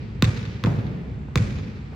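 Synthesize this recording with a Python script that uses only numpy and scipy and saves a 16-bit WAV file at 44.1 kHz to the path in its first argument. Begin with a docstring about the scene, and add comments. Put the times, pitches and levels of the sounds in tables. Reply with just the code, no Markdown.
"""A basketball is dribbled on the sprung wooden floor of a large gym, a few metres away.
Each bounce: a sharp slap (filtered click and scuff), a short ping of damped ball modes, a knock of
the boards, a floor thump that falls in pitch, a softer lift-off pop. Walls and ceiling echo it and
the hall rings on for seconds (shaped stereo noise). Shoes land softly between and after the bounces
(swelling noise, heel modes, faint thump); ventilation noise lies underneath."""
import sys
import numpy as np
from scipy import signal
from scipy.fft import rfft, irfft, next_fast_len
from scipy.io import wavfile
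from scipy.ndimage import map_coordinates

SR = 44100
rng = np.random.default_rng(int(sys.argv[2]) if len(sys.argv) > 2 else 0)


def store_pcm(level_fs):
    """Save levels as 16-bit WAV."""
    pcm = np.round(np.clip(level_fs, -1, 1) * 32767).astype(np.int16)
    wavfile.write(sys.argv[1], SR, np.atleast_2d(pcm).T)


N = 85995
T = np.arange(N) / SR
BLOW_T = T[:SR // 8]  # time span of one blow
SIZE = next_fast_len(N + 6000)
HZ = np.fft.rfftfreq(SIZE, 1 / SR)

# bounces: t/s, thump level/dB, knock re thump/dB, slap level/dB, slap low-pass f/Hz, thump lag/s,
# lift-off delay/s, lift-off re slap/dB, thump echoes/dB, hall bass/dB, hall treble/dB
BOUNCES = [(0.2238, -8.5, -17, -3, 5830, 0.00019, .009, -28, -6.5, -25.5, -23),
           (0.6389, -12.5, -7, -13, 4140, 0.0032, .0098, 1.5, -7, -22.5, -31),
           (1.3573, -11.5, -8, -8.5, 7120, 0.00074, .008, -7.5, -5, -24.5, -25.5)]
# slap spectrum: f/Hz, level/dB
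SLAP_SPECTRUM = [(60, -53.5), (400, 0), (780, -20.5), (1100, 2.5), (1400, 0), (1680, -4), (2050, -1.5),
                 (2550, -0.5), (3050, -11), (3450, 1), (4100, -4.5), (5200, -11), (6800, -10),
                 (9500, -24.5), (15500, -9)]
SCUFF_DB, SCUFF_T60_S = -19.5, 0.016
# air and shell of the ball: f/Hz, level re slap/dB, t60/s
BALL_MODES = [(750, -38.5, 0.28), (1055, -22.5, 0.081), (1222, -25.5, 0.043), (1506, -26.5, 0.045),
              (1915, -48, 0.13), (2040, -42, 0.053), (2330, -47, 0.021), (2534, -34, .08),
              (3494, -34, 0.057), (3990, -41, 0.071), (4805, -29.5, .025)]
LIFT_LOWPASS_HZ = 1450  # the ball peels off the boards with a softer pop
# bending waves in the boards: high ones arrive first
THUMP_START_HZ, THUMP_END_HZ, THUMP_SAG_S = 338, 65.4, 0.00976
THUMP_PEAK_S, THUMP_SHAPE = 0.011, 1.87  # time to peak; higher shape = shorter thump
# knock of the boards: f/Hz, level/dB, t60/s
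BOARD_MODES = [(319, 1.5, 0.032), (374, -8, 0.045), (489, -8, 0.12)]

# near wall's answer, one row per bounce: delay/s, level re slap/dB
SIDE_WALL = [(.0201, -7), (.0212, -7), (.0186, -7)]
# near wall's reflection spectrum: f/Hz, level/dB
WALL_SPECTRUM = [(300, -12.5), (1200, -5.5), (2100, 3.5), (3200, -2.5), (5000, -2.5), (9000, 1.5),
                 (16000, -4.5)]
CORNER_S, CORNER_DB = .0066, -10  # second path, by way of floor and wall
WALL_SMEAR_T60_S, WALL_SMEAR_DB, RIGHT_LAG_S = .012, -11, .0004

# far surfaces: delay/s, thump level/dB, slap level/dB
ECHOES = [(0.0255, -6, -14.5), (.044, -0.5, -37.5), (.0885, -25, -33), (.1415, -15.5, -34),
          (.149, -20, -21.5), (.1695, -29.5, -26), (.205, -27, -27), (.229, -38.5, -23), (.237, -11, -27.5)]
# far surfaces' return of the thump: f/Hz, level/dB
ECHO_BASS = [(40, -1), (85, 1.5), (130, 8), (200, -10.5), (500, -4), (4000, -15)]
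# bleachers and roof beams scatter the slap; the air dulls it
FAR_SMEAR_T60_S, FAR_CRISP_DB, FAR_LOWPASS_HZ = 0.032, -4, 8900

# bounce before the start, still ringing: age/s, hall bass/dB, hall treble/dB, low-pass f/Hz
EARLIER = (0.52, -19, -21, 6017)
# hall spectrum: f/Hz, level/dB
HALL_SPECTRUM = [(25, -43), (42, -32), (58, -11), (85, -14.5), (100, -1.5), (116, -2.5), (132, -4.5),
                 (155, -10.5), (210, -9.5), (310, -21.5), (430, -19.5), (720, -32.5), (1200, -30.5),
                 (2400, -33), (3050, -39), (3600, -39.5), (5300, -41), (7500, -40.5), (10500, -57.5),
                 (15500, -64)]
# hall decay: f/Hz, t60/s
HALL_T60 = [(60, 2.95), (120, 2.13), (400, 2.4), (1000, 1.1), (2300, 2.095), (4500, 2.05), (8000, 0.62),
            (15000, 1.83)]
# hall build-up: f/Hz, time constant/s
HALL_RISE = [(100, 0.0073), (300, 0.0039), (1000, 0.01), (3000, 0.0098), (8000, 0.011)]
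# left-right correlation of diffuse sound: f/Hz, correlation/1
LIKENESS = [(60, 0.98), (125, 0.96), (250, 0.8), (500, 0.56), (1000, 0.0034), (2000, -0.12), (4000, 0.56),
            (8000, -0.32), (14000, 0.55)]
PING_IN_HALL_DB, PING_HALF_WIDTH_HZ = 5.5, 7  # the ping colours the reverberation
EARLY_DB, EARLY_S = 11.5, 0.013  # lift of the early reverberation, its time constant
CROSSOVER_HZ = 724  # hall bass below, treble above
FLUTTER_DB, FLUTTER_PER_S = 0.89, 53  # uneven level of the reverberation
# single reflections stand out in the treble until they merge
GRAIN_DB, GRAIN_PER_S, GRAIN_S = 1.6, 260, 0.43

# shoes landing or scuffing: t/s, pat level/dB, swell/s, low-pass f/Hz, hall level/dB,
# floor thump level/dB, heel knock level/dB; pat and heel are halved on use
STEPS = [(.669, -11.5, 0.0019, 2480, -28.5, -18, -17.5), (.688, -34, 0.0027, 2630, -36.5, -20.5, -35),
         (1.285, -32, 0.0028, 1670, -49.5, -45, -36), (1.4961, -39, 0.0038, 4457, -51.5, -48, -53),
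         (1.9199, -33.5, .02, 2850, -69, -56, -43)]
# sole spectrum: f/Hz, level/dB
SHOE_SPECTRUM = [(60, -1.5), (140, 22.5), (280, 6.5), (500, 2.5), (900, 0), (2000, -8.5), (4000, -18),
                 (8000, -19), (16000, -9)]
# heel on the boards: f/Hz, level/dB, t60/s
HEEL_MODES = [(480, -11.5, 0.044), (700, -9.5, 0.034), (920, -3.5, 0.044), (1013, -9, 0.036),
              (1237, -10, 0.047)]

# ventilation spectrum: f/Hz, level/dB
AIR_SPECTRUM = [(25, -27), (60, 13), (120, 3), (250, -3.5), (420, -39), (800, -18), (2400, -26.5),
                (5000, -43.5), (8000, -44.5), (10000, -82), (16000, -77)]
AIR_DB = -36
BALANCE_DB, HALL_BALANCE_DB = -0.7, -0.2  # left gain; right gets the opposite
TOP_HZ = 16500


def dribble():
    """Every bounce: slap, knock, thump and lift-off pop, then wall, echoes and hall."""
    age_s, bass_db, treble_db, lowpass_hz = EARLIER
    out = hall(bass_db, treble_db, lowpass_hz, age_s)
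    for bounce, (wall_s, wall_db) in zip(BOUNCES, SIDE_WALL):
        (t_s, thump_db, knock_db, slap_db, lowpass_hz, lag_s,
         lift_s, lift_db, boom_db, bass_db, treble_db) = bounce
        floor = thump() + amp(knock_db) * ring(BOARD_MODES)
        low = amp(thump_db) * late(floor, lag_s)
        high = amp(slap_db) * slap(lowpass_hz)
        pop = filtered(slap(lowpass_hz), causal(dull(LIFT_LOWPASS_HZ)))
        lift = amp(slap_db + lift_db) * late(pop, lift_s)
        direct = pan(BALANCE_DB) * (low + high + lift)
        wall = amp(wall_db) * late(side_wall(high), wall_s)
        echoes = far_echoes(amp(boom_db) * low, high)
        room = pan(HALL_BALANCE_DB) * (echoes + hall(bass_db, treble_db, lowpass_hz))
        out = out + late(direct + wall + room, t_s)
    return out


def slap(lowpass_hz):
    """Rubber meets wood: a crack, a brief scuff and the ping of the ball."""
    scuff_gain = amp(SCUFF_DB - 60 * BLOW_T / SCUFF_T60_S)
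    contact = scuff_gain * rng.standard_normal((2, len(BLOW_T)))
    contact[:, 0] = -1  # crack
    colour = causal(amp(along(SLAP_SPECTRUM)) * dull(lowpass_hz))
    crack_peak = np.abs(irfft(colour, SIZE)).max()
    return filtered(contact, colour) / crack_peak + ring(BALL_MODES)


def thump():
    """The floor flexes: a few cycles that swell, die and sink in pitch."""
    hz = THUMP_END_HZ + (THUMP_START_HZ - THUMP_END_HZ) * np.exp(-T / THUMP_SAG_S)
    u = T / THUMP_PEAK_S
    swell = (u * np.exp(1 - u)) ** THUMP_SHAPE
    return -np.sin(2 * np.pi * np.cumsum(hz) / SR) * swell


def ring(modes):
    """Damped modes; sign and level vary a little at every blow."""
    x = 0
    for hz, db, t60_s in modes:
        sign = rng.choice([-1, 1])
        decay = amp(db + rng.normal() - 60 * BLOW_T / t60_s)
        x = x + sign * decay * np.sin(2 * np.pi * hz * BLOW_T)
    return np.pad(x, (0, N - len(x)))


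def side_wall(high):
    """The near wall returns the slap twice, a little scattered, on the left first."""
    back = filtered(high, causal(amp(along(WALL_SPECTRUM))))
    corner = amp(CORNER_DB) * late(back, CORNER_S)
    scatter = amp(WALL_SMEAR_DB) * filtered(back, rfft(spray(WALL_SMEAR_T60_S), SIZE))
    left, right = back + corner + scatter
    return np.array([left, late(right, RIGHT_LAG_S)])


def far_echoes(low, high):
    """Ceiling and far walls return a filtered thump and a dulled slap, part crisp, part smeared."""
    boom = filtered(low, causal(amp(along(ECHO_BASS))))
    booms = sum(amp(db) * late(boom, s) for s, db, _ in ECHOES)
    crisp = amp(FAR_CRISP_DB) * (T == 0)
    walls = sum(amp(db) * late(spray(FAR_SMEAR_T60_S) + crisp, s) for s, _, db in ECHOES)
    return booms + filtered(high, rfft(walls, SIZE) * causal(dull(FAR_LOWPASS_HZ) ** 2))


def spray(t60_s):
    """Scatter off an uneven surface: decaying stereo noise, left energy 1."""
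    x = rng.standard_normal((2, len(BLOW_T))) * amp(-60 * BLOW_T / t60_s)
    return np.pad(x / np.linalg.norm(x[0]), [(0, 0), (0, N - len(BLOW_T))])


def hall(bass_db, treble_db, lowpass_hz, age_s=0):
    """Reverberation of one bounce: diffuse noise, stronger at the ball's modes."""
    low = dull(CROSSOVER_HZ) ** 2
    peaks = sum(1 / (1 + ((HZ - hz) / PING_HALF_WIDTH_HZ) ** 2) for hz, _, _ in BALL_MODES)
    level_db = bass_db * low + treble_db * (1 - low) + PING_IN_HALL_DB * peaks
    colour = amp(level_db) * dull(lowpass_hz) ** .5
    return ring_out(diffuse(amp(along(HALL_SPECTRUM)), colour), age_s)


def ring_out(noise, age_s=0):
    """The hall builds up and dies at a speed set by frequency, its treble grainy at first."""
    hz, t, z = signal.stft(noise, SR, nperseg=512)
    rise = 1 - np.exp(-(t + age_s) / along(HALL_RISE, hz)[:, None])
    fall = amp(-60 * (t + age_s) / along(HALL_T60, hz)[:, None])
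    tail = signal.istft(z * rise * fall, SR, nperseg=512)[1][:, :N]
    early_db = EARLY_DB * np.exp(-(T + age_s) / EARLY_S)
    tail = tail * amp(early_db + FLUTTER_DB * wobble(FLUTTER_PER_S))
    bass = filtered(tail, dull(CROSSOVER_HZ) ** 2)
    grain_db = GRAIN_DB * np.exp(-(T + age_s) / GRAIN_S) * wobble(GRAIN_PER_S)
    return bass + (tail - bass) * amp(grain_db)


def wobble(per_s):
    """A smooth random curve with per_s knots a second."""
    return map_coordinates(rng.standard_normal(1000), [T * per_s], mode="mirror")


def diffuse(gain, colour=1):
    """Stereo noise of rms about 1 from all sides, then coloured; mid/side split sets likeness."""
    turn = np.arccos(np.clip(along(LIKENESS), -.99, .99)) / 2
    split = np.array([np.cos(turn), np.sin(turn)])
    mid, side = filtered(rng.standard_normal((2, N)), gain * colour * split)
    return np.array([mid + side, mid - side]) / np.sqrt(np.mean(gain ** 2))


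def steps():
    """Soles pat the boards, heels knock and flex them, and the hall stirs."""
    out = np.zeros((2, N))
    for t_s, pat_db, swell_s, lowpass_hz, hall_db, thump_db, knock_db in STEPS:
        colour = amp(along(SHOE_SPECTRUM)) * dull(lowpass_hz)
        pat = .5 * diffuse(colour) * T / swell_s * np.exp(1 - T / swell_s)
        wood = amp(thump_db) * thump() + .5 * amp(knock_db) * ring(HEEL_MODES)
        room = amp(hall_db) * ring_out(diffuse(colour))
        out += late(amp(pat_db) * pat + pan(BALANCE_DB) * wood + room, t_s)
    return out


def ventilation():
    """Steady diffuse air noise, mostly bass."""
    return amp(AIR_DB) * diffuse(amp(along(AIR_SPECTRUM)))


def amp(db):
    """Decibels to gain."""
    return 10 ** (np.asarray(db) / 20)


def along(points, hz=HZ):
    """(f/Hz, value) points interpolated on a log-frequency axis."""
    f, v = np.transpose(points)
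    return np.interp(np.log(hz + 1), np.log(f + 1), v)


def filtered(x, response):
    """x times a response of frequency."""
    return irfft(rfft(x, SIZE) * response, SIZE)[..., :N]


def causal(gain):
    """Minimum-phase response with this gain, by folding the cepstrum."""
    c = irfft(np.log(np.maximum(gain, 1e-6)), SIZE)
    c[1:SIZE // 2] *= 2
    c[SIZE // 2 + 1:] = 0
    return np.exp(rfft(c))


def dull(hz):
    """Gain of a gentle low-pass, -3 dB at hz."""
    return (1 + (HZ / hz) ** 4) ** -.5


def late(x, s):
    """x delayed by s seconds."""
    lead = max(round(s * SR), 0)
    return np.pad(x, [(0, 0)] * (x.ndim - 1) + [(lead, 0)])[..., :N]


def pan(db):
    """Left and right gains, +db and -db."""
    return amp([[db], [-db]])


def scene():
    """Ball and shoes over the ventilation."""
    return dribble() + steps() + ventilation()


def record(dry):
    """Steep band limit: next to nothing above TOP_HZ."""
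    return filtered(dry, 1 / (1 + (HZ / TOP_HZ) ** 240))


dry = scene()
out = record(dry)
store_pcm(out)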